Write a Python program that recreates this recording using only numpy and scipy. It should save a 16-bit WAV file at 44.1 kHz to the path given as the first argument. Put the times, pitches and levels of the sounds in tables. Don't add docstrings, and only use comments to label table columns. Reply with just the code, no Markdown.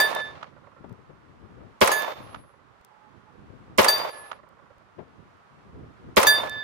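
import sys
import numpy as np
from scipy import signal
from scipy.fft import rfft, irfft, next_fast_len
from scipy.io import wavfile

SR = 44100
rng = np.random.default_rng(int(sys.argv[2]) if len(sys.argv) > 2 else 0)


def boost_factor(decibels):
    exponent = np.asarray(decibels, float) / 20
    return 10 ** exponent


def digitize_waveform(pressure):
    field = np.atleast_2d(pressure).T
    bounded = np.clip(field, -1, 1)
    quanta = np.round(bounded * 32767).astype(np.int16)
    wavfile.write(sys.argv[1], SR, quanta)


N = 292455
T = np.arange(N) / SR
RIGHT_LEAD_S = .0022

# start in seconds, level in dB, far hillside echo in dB.
SHOTS = [
    (-.103, 0.9, -4.5),
    (1.814, -0.02, -4.5),
    (3.784, 0.77, -1),
    (6.169, 0.65, -4.5),
]
# frequency in Hz, gain in dB per second of travel.
AIR_LOSS = [(3500, -4.8), (6500, -16.5), (10000, -32), (14000, -71.5)]


def rms_one(x):
    return x / np.sqrt(np.mean(x ** 2) + 1e-20)


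def colour(x, spectrum):
    hz, db = np.transpose(spectrum)
    size = next_fast_len(x.shape[-1])
    grid_hz = np.arange(size // 2 + 1) * SR / size + 1
    gain = boost_factor(np.interp(np.log(grid_hz), np.log(hz), db))
    return irfft(rfft(x, size) * gain, size)[..., :x.shape[-1]]


def drift(rate_hz, size):
    r = np.exp(-80 * np.pi * rate_hz / SR)
    slow = signal.lfilter([1], [1, -2 * r, r * r], rng.standard_normal((2, size // 40 + 2002)))
    at = np.arange(size) / 40 + 2000
    return np.array([np.interp(at, np.arange(len(s)), rms_one(s)) for s in slow])


def resonate(x, hz, width_hz):
    r = np.exp(-np.pi * width_hz / SR)
    poles = [1, -2 * r * np.cos(2 * np.pi * hz / SR), r * r]
    return signal.lfilter([(1 - r * r) / 2, 0, (r * r - 1) / 2], poles, x)


def burst(t60_s, rise_s, size):
    t = np.arange(size) / SR
    return boost_factor(-60 * t / t60_s) * (1 - np.exp(-t / rise_s))


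def sides(left_right_db):
    return boost_factor(np.array([[.5], [-.5]]) * left_right_db)


def peak_one(x):
    return x / np.abs(x).max(1, keepdims=True)


def add(out, at_s, x):
    i = round(at_s * SR)
    part = x[:, max(-i, 0):max(out.shape[1] - i, 0)]
    out[:, max(i, 0):max(i, 0) + part.shape[1]] += part


def add_spaced(out, at_s, x):
    add(out[:1], at_s, x[:1])
    add(out[1:], at_s - RIGHT_LEAD_S, x[1:])


def trees():
    # frequency in Hz, level in dB per Hz.
    rustle = [(24, -45.5), (40, -17), (194, -4.5), (329, -17.5), (363, -4.5), (467, -7), (1150, -1.5),
              (1300, -3.5), (1410, -5), (2260, -13.5), (14500, -44), (16000, -47)]
    # frequency in Hz, left-right in dB.
    tilt = [(60, -0.5), (110, 2), (200, -4), (380, -6), (700, -4.5), (1290, -6.5), (2380, 1.5), (4400, 5),
            (8120, 3.5), (15000, 6.5)]
    noise = colour(rng.standard_normal((2, N)), rustle)
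    noise = colour(noise, [(12800, 0), (13500, -8), (15500, -16)])
    left = colour(noise[0], [(hz, db / 2) for hz, db in tilt])
    right = colour(noise[1], [(hz, -db / 2) for hz, db in tilt])
    shot_s = np.array(SHOTS)[:, 0]
    since_s = T - shot_s[np.searchsorted(shot_s, T) - 1]
    breeze_db, recover_db_per_s = -57, 2.22
    level_db = breeze_db + recover_db_per_s * since_s + .6 * drift(1.7, N)
    return boost_factor(level_db) * rms_one(np.array([left, right]))


def wind():
    # centre in seconds, peak in dB, left-right in dB, half length in seconds.
    gusts = [(.22, -53, 14.5, 0.13), (.5, -55.5, -12, 0.32), (0.888, -49.5, 22, 0.097),
             (1.12, -54, 10.5, 0.11), (1.3, -55.5, 6.5, 0.18), (1.57, -46.5, 9.5, 0.18),
             (2.24, -44.5, 5.5, 0.091), (2.389, -49, 5.5, 0.068), (2.592, -63.5, -16.5, 0.22),
             (3.14, -58.5, -19.5, 0.14), (3.386, -52.5, -22.5, 0.074), (3.483, -58, 23, 0.078),
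             (3.698, -47, 7, 0.15), (4.1, -58.5, 0, 0.31), (4.623, -59, -4, 0.34), (5.05, -57, 14.5, .12),
             (5.209, -55, -22.5, 0.051), (5.32, -61, 12, 0.14), (5.6, -55.5, 11.5, 0.085),
             (5.8, -39.5, -3, 0.098), (6.102, -41.5, 1.5, 0.13), (6.485, -44, -3, 0.23)]
    lull_db, lumpy_db = -78, 3.0
    edge_db, edge_growth = -12, 0.15
    swells = sum(sides(pan_db) * boost_factor(db - 10 * ((T - s) / half_s) ** 2) for s, db, pan_db, half_s in gusts)
    side_db = 20 * np.log10(boost_factor(lull_db) + swells) + lumpy_db * drift(22, N)
    low, high = rng.standard_normal((2, 2, N))
    rumble = rms_one(colour(low, [(20, -36.5), (60, -4.5), (110, 0.46), (250, -5.5), (500, -12.5),
                                  (2000, -78.5)]))
    edge = rms_one(colour(high, [(100, -8.5), (300, -1.1), (700, -12), (2000, -28.5), (8000, -65.5)]))
    edge_gain = boost_factor(edge_db + edge_growth * (side_db + 52.5))
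    return boost_factor(side_db - 0.5) * (rumble + edge * edge_gain)


def puffs():
    # start in seconds, peak in dB, t60 in seconds.
    eddies = [
        (0.843, -19, 0.043),
        (1.094, -32, 0.11),
        (1.604, -35, 0.24),
        (3.357, -54, 0.13),
        (4.985, -22.5, 0.14),
        (5.575, -45.5, 0.2),
    ]
    out = np.zeros((2, N))
    for at, db, t60 in eddies:
        x = colour(rng.standard_normal((1, 6000)),
                   [(40, -17), (130, -3.8), (510, -6), (2500, -34.5), (6000, -60), (20000, -80)])
        add(out[:1], at - .003, boost_factor(db + 1) * rms_one(x) * burst(t60, 0.007, 6000))
    return out


def creak():
    # start in seconds, length in seconds, pitch in Hz, level in dB.
    creaks = [
        (2.88, 0.224, 847, -66),
        (3.25, 0.069, 850, -61.5),
    ]
    drop_hz, drop_s = 39.5, .025
    out = np.zeros((2, N))
    for at, length, hz, db in creaks:
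        t = np.arange(0, length, 1 / SR)
        ends = np.clip(np.minimum(t, length - t) / .03, 0, 1)
        fade = ends * boost_factor(2.5 * drift(40, len(t))[0])
        pitch_hz = hz + drop_hz * np.exp(-t / drop_s) + 14 * drift(30, len(t))[0]
        tone = np.sin(2 * np.pi * np.cumsum(pitch_hz) / SR)
        add(out, at, sides(-23.0) * boost_factor(db + 4.5) * fade * tone)
    return out


def rocking():
    # start in seconds, peak in dB.
    rocks = [(0.565, -40), (0.635, -43), (0.671, -40), (0.765, -40), (0.844, -42), (2.439, -43),
             (4.39, -40.5), (4.434, -40), (4.501, -47), (4.591, -42), (4.704, -42), (4.809, -46),
             (5.016, -48)]
    # start in seconds, number of touches, first touch in dB.
    settling = [
        (.524, 13, -44),
        (2.5, 3, -45),
        (4.46, 9, -45),
    ]
    # frequency in Hz, level in dB, width in Hz.
    stand = [(554, -1, 100), (617, -16, 15), (1056, -3, 210), (1343, -2.5, 51), (1794, -15, 250)]
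    gap_s, fade_db = .052, .4
    touches = list(rocks)
    for start, count, db in settling:
        for k in range(count):
            touches.append((start + gap_s * (k + rng.uniform(-.3, .3)), db - fade_db * k))
    out, t = np.zeros((2, N)), np.arange(2500) / SR
    for at, db in touches:
        scuff = rng.standard_normal(2500) * np.exp(-(t / 0.016) ** 2)
        x = np.zeros(2500)
        for hz, mode_db, width_hz in stand:
            mode = resonate(resonate(scuff, hz, width_hz), hz, width_hz * 2)
            x += boost_factor(mode_db + rng.normal(0, 1.5)) * mode
        add(out, at - .003, boost_factor(db + 3.5) * boost_factor([[-16], [0]]) * x / np.abs(x).max())
    return out


def ticks():
    # start in seconds, peak in dB, left-right in dB.
    contacts = [
        (0.1501, -24, -8),
        (0.9268, -57, 12),
        (2.0223, -26, -3),
        (2.8479, -49, 23),
        (3.9833, -24, -6),
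        (4.4894, -59, 10),
        (5.3694, -69.5, 4.5),
        (6.4961, -37.5, -30),
    ]
    out = np.zeros((2, N))
    for at, db, pan_db in contacts:
        x = resonate(rng.standard_normal((2, 900)) * burst(.009, .0001, 900), 10000, 9000)
        x = colour(x, [(2000, -25), (3200, 15), (5000, 5), (8000, 0), (15000, 0), (16500, -15)])
        add(out, at, boost_factor(db + 4) * sides(pan_db) * peak_one(x))
    return out


def long_mode(t, mode, turn, partner):
    hz, db, fall_s, back_db, pan_db = mode
    back_s, half_s, roundness, dip_s, edge_db = turn
    split_hz, share = partner
    edge_fade_db_per_s = 105
    front = boost_factor(db - 20 * (t / fall_s) ** roundness) + boost_factor(db + edge_db - edge_fade_db_per_s * t)
    facing = front - boost_factor(back_db - 20 * ((t - back_s) / half_s) ** 2)
    gain = facing * boost_factor(8 + 1.3 * drift(9, len(t))) * sides(pan_db)
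    phase = rng.uniform(0, 6) + .6 * drift(12, len(t))
    pair = 1 - share * np.exp(2j * np.pi * split_hz * (t - dip_s))
    return gain * np.imag(pair * np.exp(1j * (2 * np.pi * hz * t + phase)))


def upper_mode(t, hz, db, t60_s):
    late_db, late_stretch = -26, 2.0
    aim_db = np.interp(hz, [9500, 14000], [-3.5, 13])
    dying = boost_factor(-60 * t / t60_s) + boost_factor(late_db - 60 * t / t60_s / late_stretch)
    gain = dying * boost_factor(db + 3.0 * drift(15, len(t))) * sides(aim_db)
    return gain * np.sin(2 * np.pi * hz * t + rng.uniform(0, 3.9, (2, 1)))


def splash():
    crack = resonate(rng.standard_normal((2, 9000)), 6000, 9000) * burst(0.076, 0.00073, 9000)
    spray = resonate(rng.standard_normal((2, 9000)), 13500, 6000) * burst(0.15, 0.003, 9000)
    return crack + boost_factor(-10) * spray


def plates():
    # start in seconds, crack left in dB, crack right in dB, upper modes in dB.
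    strikes = [
        (0.001, -11, -31, -26),
        (1.916, -15, -30, -22.5),
        (3.883, -8.5, -21, -17.5),
        (6.269, -8.5, -32.5, -13),
    ]
    # back face in seconds after the strike, its half width in seconds, front roundness,
    # first dip of the partners in seconds, edge-on level in dB.
    turns = [
        (.195, .125, 1.8, .11, -30),
        (.4, .25, 1.75, .037, -13),
        (.302, .15, 1.05, .024, -19),
        (.291, .243, 2.5, .065, -26),
    ]
    # frequency in Hz, front in dB, seconds until 20 dB down, back face in dB,
    # left-right in dB.
    long_modes = [
        [(1736, -21, .11, -35, -8), (3598, -29.5, .13, -39, -1), (4657, -30, .07, -63, 9),
         (10710, -42, .05, -68, 11)],
        [(1725, -29, .143, -85, -10), (3582, -43, .27, -80, -8), (4665, -43, .131, -85, -1),
         (10640, -41, .1, -68, 10)],
        [(1723, -22.5, .04, -51, -10), (3584, -33, .17, -75, -1), (4662, -15.5, .09, -78, 6),
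         (10620, -33, .055, -53, 8)],
        [(1730, -17, .108, -36.5, -8), (3598, -23.5, .19, -41.5, -2), (4670, -25, .126, -61, 7),
         (10670, -33, .09, -85, 3.5)],
    ]
    # frequency in Hz, level in dB, t60 in seconds.
    upper_modes = [
        [(6570, -11, .12), (8716, -20.5, .3), (9205, -6.5, 0.23), (9390, -8, .36), (14300, -5, .14),
         (14520, -3.5, .25), (14720, -20, .3), (15100, -8.1, .08)],
        [(6449, -7, 0.32), (6901, -11.5, .19), (8640, -20.5, .2), (9367, -5, 0.29), (12750, -30, .35),
         (14180, -14.5, 0.46), (14520, -5.5, 0.39), (14940, -21, .3)],
        [(6395, -11, .2), (8350, -15.5, .15), (8699, -24, .2), (9302, -6.5, 0.28), (10860, -6, .15),
         (14430, -2.5, .3), (14720, -5.5, .12), (15150, -21.5, 0.2), (16400, -9.5, .08)],
        [(6200, -4, 0.12), (6900, -18, .15), (8450, -16, 0.2), (9335, -10.5, .3), (10860, -8, 0.25),
         (11200, -15.5, .14), (12300, -14.5, 0.12), (14500, -10, .27), (14770, -11.5, 0.141), (15360, -6, .06)],
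    ]
    # split in Hz, partner share.
    partners = [(6.7, 0.13), (9, 0.14), (13, .5), (12, .35)]
    ring_s = .75
    out = np.zeros((2, N))
    t = np.arange(round(ring_s * SR)) / SR
    ends = np.clip(t / 0.00053, 0, 1) * np.clip((ring_s - t) / 0.15, 0, 1)
    for (at, l_db, r_db, upper_db), turn, modes, uppers in zip(strikes, turns, long_modes, upper_modes):
        for mode, partner in zip(modes, partners):
            add(out, at, ends * long_mode(t, mode, turn, partner))
        for hz, db, t60 in uppers:
            add(out, at, ends * upper_mode(t, hz, db + upper_db, t60))
        add(out, at, boost_factor([[l_db], [r_db]]) * splash())
    return out


def echoes():
    # seconds after the shot, left in dB, right in dB,
    # centre in Hz, t60 in seconds.
    broad = [(-.005, -39.5, -25, 7130, 0.038), (.002, -32.5, -25, 76, 0.056),
             (0.035, -12.5, -19.5, 700, 0.011), (.048, -35, -22, 5500, .03), (.063, -12.5, -10, 1253, .025),
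             (.001, -13, -14.5, 2602, .02), (.062, -14.5, -16, 8500, 0.04), (.03, -22, -23.5, 12640, .12),
             (0.079, -7, -15, 750, 0.0079), (0.159, -27.5, -29, 800, 0.033), (.233, -27, -22, 750, 0.01),
             (.265, -22, -24.5, 635, 0.044), (0.295, -38, -43, 700, .02), (.533, -29, -24.5, 602, 0.026),
             (0.532, -30.5, -36.5, 2715, 0.024), (0.535, -55, -47, 5150, 0.0302),
             (0.547, -43, -29.5, 920, 0.038)]
    hollow = [
        (.003, -23, -23, 221, 0.045),
        (.003, -13, -18, 383, .06),
        (0.535, -33, -24, 1370, 0.011),
    ]
    out = np.zeros((2, N))
    paths = [(row, .72) for row in broad] + [(row, .22) for row in hollow]
    for (delay, l_db, r_db, hz, t60), width in paths:
        x = rng.standard_normal((2, 4000)) * burst(t60, 0.0003, 4000)
        x = resonate(resonate(x, hz, width * hz), hz, width * hz * 2)
        x = colour(x, [(f, loss_db * abs(delay)) for f, loss_db in AIR_LOSS])
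        x = boost_factor([[l_db + 5.5], [r_db + 8]]) * peak_one(x)
        for at, db, far_db in SHOTS:
            add_spaced(out, at + delay, boost_factor(db + far_db * (delay > .5)) * x)
    return out


def through_air(x, t):
    hz, db_per_s = np.transpose(AIR_LOSS)
    grid_hz, spectrum = np.arange(len(t) // 2 + 1) * SR / len(t), rfft(x)
    bands = [irfft(spectrum * np.interp(grid_hz, hz, share), len(t)) for share in np.eye(len(hz))]
    return sum(band * boost_factor(loss_db * t) for band, loss_db in zip(bands, db_per_s))


def banks(t):
    # seconds after the shot, length in seconds, level in dB, left-right in dB, treble share in dB.
    ground = [
        (0, 0.011, -3, -1.7, -9.5),
        (0.022, 0.29, -25.5, -6, -7.5),
        (0.041, 0.07, -22.5, 0.1, -5.5),
        (0.342, 0.069, -41, -3.5, -6.5),
        (0.414, .17, -46, -3.5, -6.5),
    ]
    rise_share, sag_db_per_s, release_db_per_s, treble_release = 0.21, 19.5, 597.5, .75
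    low, high = 0, 0
    for after, length, db, pan_db, treble_db in ground:
        u = t - after
        release_db = release_db_per_s * np.maximum(u - length, 0)
        swell = np.clip(u / (rise_share * length), 0, 1)
        gain = sides(pan_db) * swell * boost_factor(db - sag_db_per_s * u)
        low = low + gain * boost_factor(-release_db)
        high = high + gain * boost_factor(treble_db - treble_release * release_db)
    return low, high


def shots():
    # frequency in Hz, level in dB per Hz.
    body_spectrum = [(59, -61.5), (100, -25.5), (294, -19.5), (573, -3), (722, -7), (1070, -4.5),
                     (1550, -14), (2600, -25), (3380, -42), (5720, -120)]
    treble_spectrum = [(1180, -17), (2000, 2), (5050, -6.5), (8510, -16.5), (13200, -12.5), (15800, -23),
                       (16500, -34)]
    lumpy_db, fresh_share = 2.25, 0.23
    size, out = SR, np.zeros((2, N))
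    t = np.arange(size) / SR
    lumps = boost_factor(lumpy_db * np.clip(t / 0.057, 0, 1) * drift(60, size))
    low_gain, treble_gain = banks(t)
    pulses = rms_one(rng.standard_normal((2, size)) * boost_factor(1.3 * rng.exponential(1, (2, size))))
    for at, db, _ in SHOTS:
        new_low, new_high = rng.standard_normal((2, 2, size))
        body = rms_one(colour(pulses + fresh_share * new_low, body_spectrum))
        body = body * lumps * low_gain * boost_factor(db)
        body = 0.62 * np.tanh(body / 0.57)
        crests = colour(body ** 2, [(30, -62.5), (60, -23), (120, -20.5), (400, -9.0)])
        treble = through_air(rms_one(colour(new_high, treble_spectrum)), t)
        treble = treble * boost_factor(db) * lumps * treble_gain
        add_spaced(out, at, body + crests + treble)
    return out


def scene():
    background = trees() + wind() + puffs()
    steel = creak() + rocking() + ticks() + plates()
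    return background + steel + echoes() + shots()


def top_cut(x):
    return signal.sosfilt(signal.butter(12, 16820, fs=SR, output="sos"), x)


def record(dry):
    overloaded = 0.72 * np.tanh(dry / 1.121)
    mix = colour(overloaded, [(15900, 0), (16900, -27)])
    return top_cut(mix)


dry = scene()
out = record(dry)
digitize_waveform(out)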